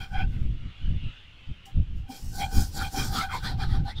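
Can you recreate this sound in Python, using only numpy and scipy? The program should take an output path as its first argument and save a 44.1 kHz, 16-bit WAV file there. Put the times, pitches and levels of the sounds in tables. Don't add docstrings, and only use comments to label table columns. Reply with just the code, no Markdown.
import sys
import numpy as np
from scipy import signal
from scipy.fft import rfft, irfft
from scipy.io import wavfile
from scipy.ndimage import uniform_filter1d

SR = 44100
rng = np.random.default_rng(int(sys.argv[2]) if len(sys.argv) > 2 else 0)


def master(y):
    cut = np.clip(np.atleast_2d(y).T, -1, 1)
    pcm = np.round(cut * 32767)
    wavfile.write(sys.argv[1], SR, pcm.astype(np.int16))


N = 176400
T = np.arange(N) / SR


def amp(db):
    return 10 ** (np.asarray(db) / 20)


def unit(x):
    return x / np.sqrt(np.mean(x ** 2) + 1e-20)


def colour(x, spectrum):
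    hz, db = np.transpose(spectrum)
    gain_db = np.interp(np.log(np.fft.rfftfreq(N, 1 / SR) + 1), np.log(hz), db)
    return unit(irfft(rfft(x) * amp(gain_db), N))


def resonate(x, hz, width_hz, skirt_ratio=2.94):
    carrier = np.exp(2j * np.pi * np.cumsum(hz * np.ones(N)) / SR)
    baseband = x / carrier
    for width in (width_hz, width_hz * skirt_ratio):
        pole = np.exp(-np.pi * width / SR)
        baseband = signal.lfilter([1 - pole], [1, -pole], baseband)
    return unit((baseband * carrier).real)


def steadied(x, window_s):
    return x / np.sqrt(abs(uniform_filter1d(x ** 2, int(window_s * SR))) + 1e-6)


def arch(peak, rise, fall, edge_db=-20.5, roundness=2.08):
    near = slice(max(int((peak - 3 * rise) * SR), 0), int((peak + 3 * fall) * SR))
    t = T[near] - peak
    out = np.zeros(N)
    out[near] = amp(edge_db * np.where(t < 0, -t / rise, t / fall) ** roundness)
    return out


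# frequency_hz, gain_db
AIR_SPECTRUM = [(100, 0), (400, -7), (800, -9.5), (1500, -11.5), (3000, -10), (6000, -22), (10000, -33.5),
                (16000, -41)]
def open_air(level_db=-64):
    return amp(level_db) * colour(rng.standard_normal(N), AIR_SPECTRUM)


# frequency_hz, gain_db
YARD_SPECTRUM = [(100, 6), (400, -13), (700, -10.5), (1000, -10), (1400, -2.5), (1750, -6.5), (2150, -3.5),
                 (2400, -2.5), (2850, 4), (3500, -1.5), (4300, -13.5), (6000, -25), (9000, -35.5),
                 (15000, -52)]
# time_s, level_db
YARD_SWELL = [(0, -67), (.3, -58.5), (.6, -56), (.83, -49.5), (.95, -53), (1.1, -50), (1.32, -56.5),
              (1.48, -53.5), (1.7, -56.5), (2.05, -63.5), (2.3, -63), (4, -61)]
def yard_hiss(waver_db=3):
    noise = colour(rng.standard_normal(N), YARD_SPECTRUM)
    spectrogram = signal.stft(noise, nperseg=1024, noverlap=768)[2]
    patches = uniform_filter1d(rng.standard_normal(spectrogram.shape), size=6, axis=0)
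    patches = unit(uniform_filter1d(patches, size=14, axis=1))
    hiss = signal.istft(spectrogram * amp(waver_db * patches), nperseg=1024, noverlap=768)[1][:N]
    return amp(np.interp(T, *np.transpose(YARD_SWELL))) * unit(hiss)


# frequency_hz, gain_db
WIND_SPECTRUM = [(10, 6.5), (28, 3), (60, 0), (105, -2.5), (150, -11), (200, -15.5), (300, -26.5),
                 (450, -40), (700, -49), (1500, -90)]
# peak_s, half_length_s, level_db
WIND_GUSTS = [(.01, 0.063, -33.5), (0.228, 0.14, -21.5), (0.453, 0.17, -23), (0.649, 0.077, -31.5),
              (0.896, 0.099, -21), (0.963, 0.027, -22.5), (1.054, 0.068, -26.5), (1.504, 0.033, -27.5),
              (1.79, 0.056, -16.5), (1.957, 0.14, -29), (2.271, 0.07, -30.5), (2.437, 0.27, -32.5),
              (2.587, 0.053, -15), (2.638, 0.11, -31), (2.816, 0.12, -29.5), (2.997, 0.071, -28),
              (3.093, 0.076, -27), (3.32, 0.35, -36), (3.596, 0.27, -27.5), (3.761, 0.15, -20.5),
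              (4.0, 0.091, -29.5)]
def wind(breeze_db=-51.5):
    gust_power = sum((amp(db) * arch(peak, half, half)) ** 2 for peak, half, db in WIND_GUSTS)
    rumble = steadied(colour(rng.standard_normal(N), WIND_SPECTRUM), window_s=0.071)
    return np.sqrt(amp(breeze_db) ** 2 + gust_power) * rumble


def grains(rate_per_s=11000, spread_db=2.5, clump_db=1.8, clump_hz=194):
    clicks = (rng.random(N) < rate_per_s / SR) * rng.choice([-1, 1], N)
    sizes = amp(spread_db * np.minimum(rng.exponential(1, N), 5))
    low_pass = signal.butter(2, clump_hz, fs=SR, output="sos")
    clumps = unit(signal.sosfilt(low_pass, rng.standard_normal(N)))
    return unit(clicks * sizes * amp(clump_db * clumps))


# peak_s, half_length_s, from_hz, to_hz, level_db
SAND_CHATTERS = [(0.207, 0.046, 2060, 2730, -40.5), (.36, 0.056, 2190, 1940, -61),
                 (2.42, 0.033, 2120, 2190, -41), (2.815, 0.027, 1387, 1560, -33.5),
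                 (3.195, .055, 1283, 1350, -29), (3.219, .035, 2100, 2260, -38),
                 (3.313, 0.031, 1440, 1150, -38), (3.353, 0.036, 993, 990, -31),
                 (3.343, 0.049, 2020, 2250, -39.5), (3.461, 0.05, 1340, 2110, -41),
                 (3.636, 0.036, 1570, 1470, -38.5), (3.179, 0.051, 3550, 2930, -38.5),
                 (3.72, 0.042, 2000, 1850, -52), (3.91, 0.043, 1630, 2230, -48)]
def chatter(relative_width=0.089):
    sand, out = grains(), np.zeros(N)
    for peak, half, from_hz, to_hz, db in SAND_CHATTERS:
        pitch_hz = np.interp(T, [peak - half, peak + half], [from_hz, to_hz])
        tone = steadied(resonate(sand, pitch_hz, relative_width * from_hz), window_s=0.051)
        out += amp(db) * arch(peak, half, half) * tone
    return out


# pitch_hz, width_hz, gain_db
POT_MODES = [(782.8, 28.3, -2), (803, 79, -10.5), (1503, 36, -4), (1548, 76, -7), (2367, 150, -7),
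             (2420, 39, -7), (3220, 92, -3.5), (4026, 68, -21), (5110, 180, -24.5)]
# peak_s, rise_s, fall_s, first_db, second_db, upper_db
PALM_GRIPS = [(0.018, 0.12, 0.089, -51, -46.5, -43), (0.159, 0.052, 0.066, -35.5, -39.5, -42.5),
              (0.207, 0.044, 0.061, -38.5, -38, -40.5), (.34, .05, 0.09, -67, -58, -72),
              (2.149, 0.13, 0.083, -54, -60, -51.5), (2.355, 0.044, 0.091, -50, -49.5, -70),
              (2.428, 0.051, 0.065, -29.5, -44.5, -34), (2.58, 0.11, 0.099, -40, -42.5, -46.5),
              (2.807, 0.068, 0.045, -37.5, -39.5, -47), (2.849, 0.043, 0.06, -37.5, -43.5, -38),
              (2.962, 0.043, 0.052, -34, -60, -47), (2.998, 0.057, 0.1, -46, -36.5, -37),
              (3.161, 0.099, 0.1, -37.5, -47, -63), (3.244, 0.029, 0.034, -34.5, -34, -42.5),
              (3.33, 0.08, 0.063, -41, -41, -43), (3.465, 0.067, 0.07, -46.5, -40.5, -47.5),
              (3.525, 0.033, 0.043, -41, -57, -58), (3.618, 0.055, 0.06, -38, -54, -46),
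              (3.755, 0.054, 0.085, -42, -49.5, -59), (3.876, 0.029, 0.04, -35.5, -50, -65)]
def pot_ringing(upper_stretch=0.68):
    first, second, upper = np.zeros((3, N))
    for peak, rise, fall, first_db, second_db, upper_db in PALM_GRIPS:
        pressure = arch(peak, rise, fall)
        first += amp(first_db) * pressure
        second += amp(second_db) * pressure
        upper += amp(upper_db) * arch(peak, rise * upper_stretch, fall * upper_stretch)
    drives = [first, first, second, second] + [upper] * (len(POT_MODES) - 4)
    sands, out = (grains(), grains()), np.zeros(N)
    for k, (hz, width_hz, db) in enumerate(POT_MODES):
        mode = steadied(resonate(sands[k % 2], hz, width_hz), window_s=0.039)
        out += amp(db) * drives[k] * mode
    return out


# frequency_hz, gain_db
HISS_SPECTRUM = [(300, 5), (1000, -8), (2800, -32), (3600, -13), (4300, -1.5), (5700, 1.5), (6400, -2),
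                 (7400, 1), (8500, -4.5), (10500, -6), (14000, -7.5), (16000, -7.5)]
def sand_hiss(clicks):
    return colour(clicks, HISS_SPECTRUM)


# start_s, rise_s, ring_db, thud_db, spatter_db
LANDINGS = [(1.653, 0.033, -47.5, -79, -53), (2.079, 0.025, -38.5, -36.5, -77)]
def pats(ring_t60_s=0.11, thud_hz=258, thud_t60_s=0.089, spatter_rise_s=0.0062, spatter_t60_s=0.19):
    spatter = sand_hiss(grains())
    pure = np.sqrt(2) * np.sin(2 * np.pi * POT_MODES[0][0] * T)
    rough = steadied(resonate(grains(), *POT_MODES[1][:2]), window_s=0.025)
    rough_share = 0.075
    ring = np.sqrt(1 - rough_share) * pure + np.sqrt(rough_share) * rough
    out = np.zeros(N)
    for start, rise, ring_db, thud_db, spatter_db in LANDINGS:
        t = np.maximum(T - start, 0)
        swell = np.minimum(t / rise, 1) ** 2
        decay_s = np.maximum(t - rise, 0)
        thud = np.sqrt(2) * np.sin(2 * np.pi * thud_hz * t)
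        out += swell * amp(ring_db - 60 * decay_s / ring_t60_s) * ring
        out += swell * amp(thud_db - 60 * decay_s / thud_t60_s) * thud
        out += np.minimum(t / spatter_rise_s, 1) * amp(spatter_db - 60 * t / spatter_t60_s) * spatter
    return out


def wall(clicks, t60_s=0.049, ring_share=0.58, hand_turns_per_s=1.7):
    t, ring = T[:SR // 12], np.zeros(N)
    for k in range(1, 5):
        response = rng.standard_normal(len(t)) * amp(-60 * t / t60_s)
        coupling = np.cos(2 * np.pi * (k * hand_turns_per_s * T + rng.random()))
        ring += coupling * signal.oaconvolve(clicks, response / np.linalg.norm(response))[:N]
    return np.sqrt(1 - ring_share) * clicks + np.sqrt(ring_share) * steadied(ring, window_s=0.066)


# frequency_hz, gain_db
RASP_SPECTRUM = [(200, 3), (450, -7.5), (620, -16), (850, 3.5), (1080, -7.5), (1250, -1.5), (1550, -4),
                 (1950, -9.5), (2300, -14), (2700, -26.5), (3250, -3), (4500, -7.5), (5500, -11),
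                 (6500, -31), (9000, -24), (16000, -44)]
SCRAPE_SPECTRUM = [(1000, -22), (2800, -14), (3400, 3), (6000, -4.5), (9000, -19), (16000, -25)]
PALM_SPECTRUM = [(40, -12), (130, 0), (200, 0.5), (320, -6), (500, -26), (900, -38)]
# peak_s, rise_s, fall_s, rasp_db, scrape_db, scrape_pitch_hz, hiss_db
HAND_STROKES = [(0.018, 0.15, .07, -50, -60, 4800, -56.5), (.2, 0.13, 0.071, -61, -59, 5000, -63),
                (.34, 0.068, 0.25, -66, -76, 3500, -70), (1.98, .04, 0.084, -70, -82, 5000, -71.5),
                (2.124, 0.03, 0.12, -56.5, -50.5, 4900, -50), (2.27, 0.13, 0.067, -75, -63, 5750, -53),
                (2.407, 0.09, 0.079, -63, -46.5, 4340, -41), (2.585, 0.079, 0.12, -47, -42, 5100, -36.5),
                (2.789, 0.068, 0.13, -44.5, -44, 4480, -41), (2.995, 0.077, 0.15, -39, -40.5, 5600, -37),
                (3.174, 0.058, 0.098, -33.5, -38.5, 4260, -38.5),
                (3.347, 0.044, 0.08, -39.5, -46.5, 4350, -48),
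                (3.458, 0.029, 0.091, -35, -41.5, 4440, -48.5),
                (3.627, 0.045, 0.044, -39.5, -44, 4520, -55),
                (3.734, 0.084, 0.088, -43.5, -57.5, 3780, -60.5),
                (3.9, 0.055, 0.043, -43, -50.5, 3940, -60), (3.986, 0.038, 0.056, -50, -45.5, 3500, -75)]
def scouring(scrape_sag_per_s=0.45, hiss_lead_s=0.0082, hiss_stretch=1.095, rub_over_hiss_db=3):
    rasp_gain, scrape_gain, hiss_gain, weighted_hz, weight = np.zeros((5, N))
    for peak, rise, fall, rasp_db, scrape_db, hz, hiss_db in HAND_STROKES:
        pressure = arch(peak, rise, fall)
        rasp_gain += amp(rasp_db) * pressure
        scrape_gain += amp(scrape_db) * pressure
        pitch_hz = hz * (1 - scrape_sag_per_s * np.clip(T - peak, -rise, fall))
        weighted_hz += (pressure + 1e-9) * pitch_hz
        weight += pressure + 1e-9
        hiss_gain += amp(hiss_db) * arch(peak - hiss_lead_s, rise * hiss_stretch, fall * hiss_stretch)
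    sand = grains()
    scrape = resonate(colour(wall(sand), SCRAPE_SPECTRUM), weighted_hz / weight, width_hz=750)
    firmness = (hiss_gain / hiss_gain.max()) ** 0.96
    rub = amp(rub_over_hiss_db) * firmness * colour(sand, PALM_SPECTRUM)
    hiss = sand_hiss(wall(grains()))
    rasp = colour(wall(grains()), RASP_SPECTRUM)
    return rasp_gain * rasp + scrape_gain * scrape + hiss_gain * (hiss + rub)


def scene():
    return (scouring() + pot_ringing() + chatter() + pats() + wind() + yard_hiss() + open_air())[None]


def record(dry):
    cutoff_hz, fade_s = 15700, 0.004
    fades = np.minimum(np.minimum(T, T[::-1]) / fade_s, 1)
    low_pass = signal.firwin(511, cutoff_hz, window=("kaiser", 9), fs=SR)
    return signal.oaconvolve(dry * fades, low_pass[None], "same")


dry = scene()
out = record(dry)
master(out)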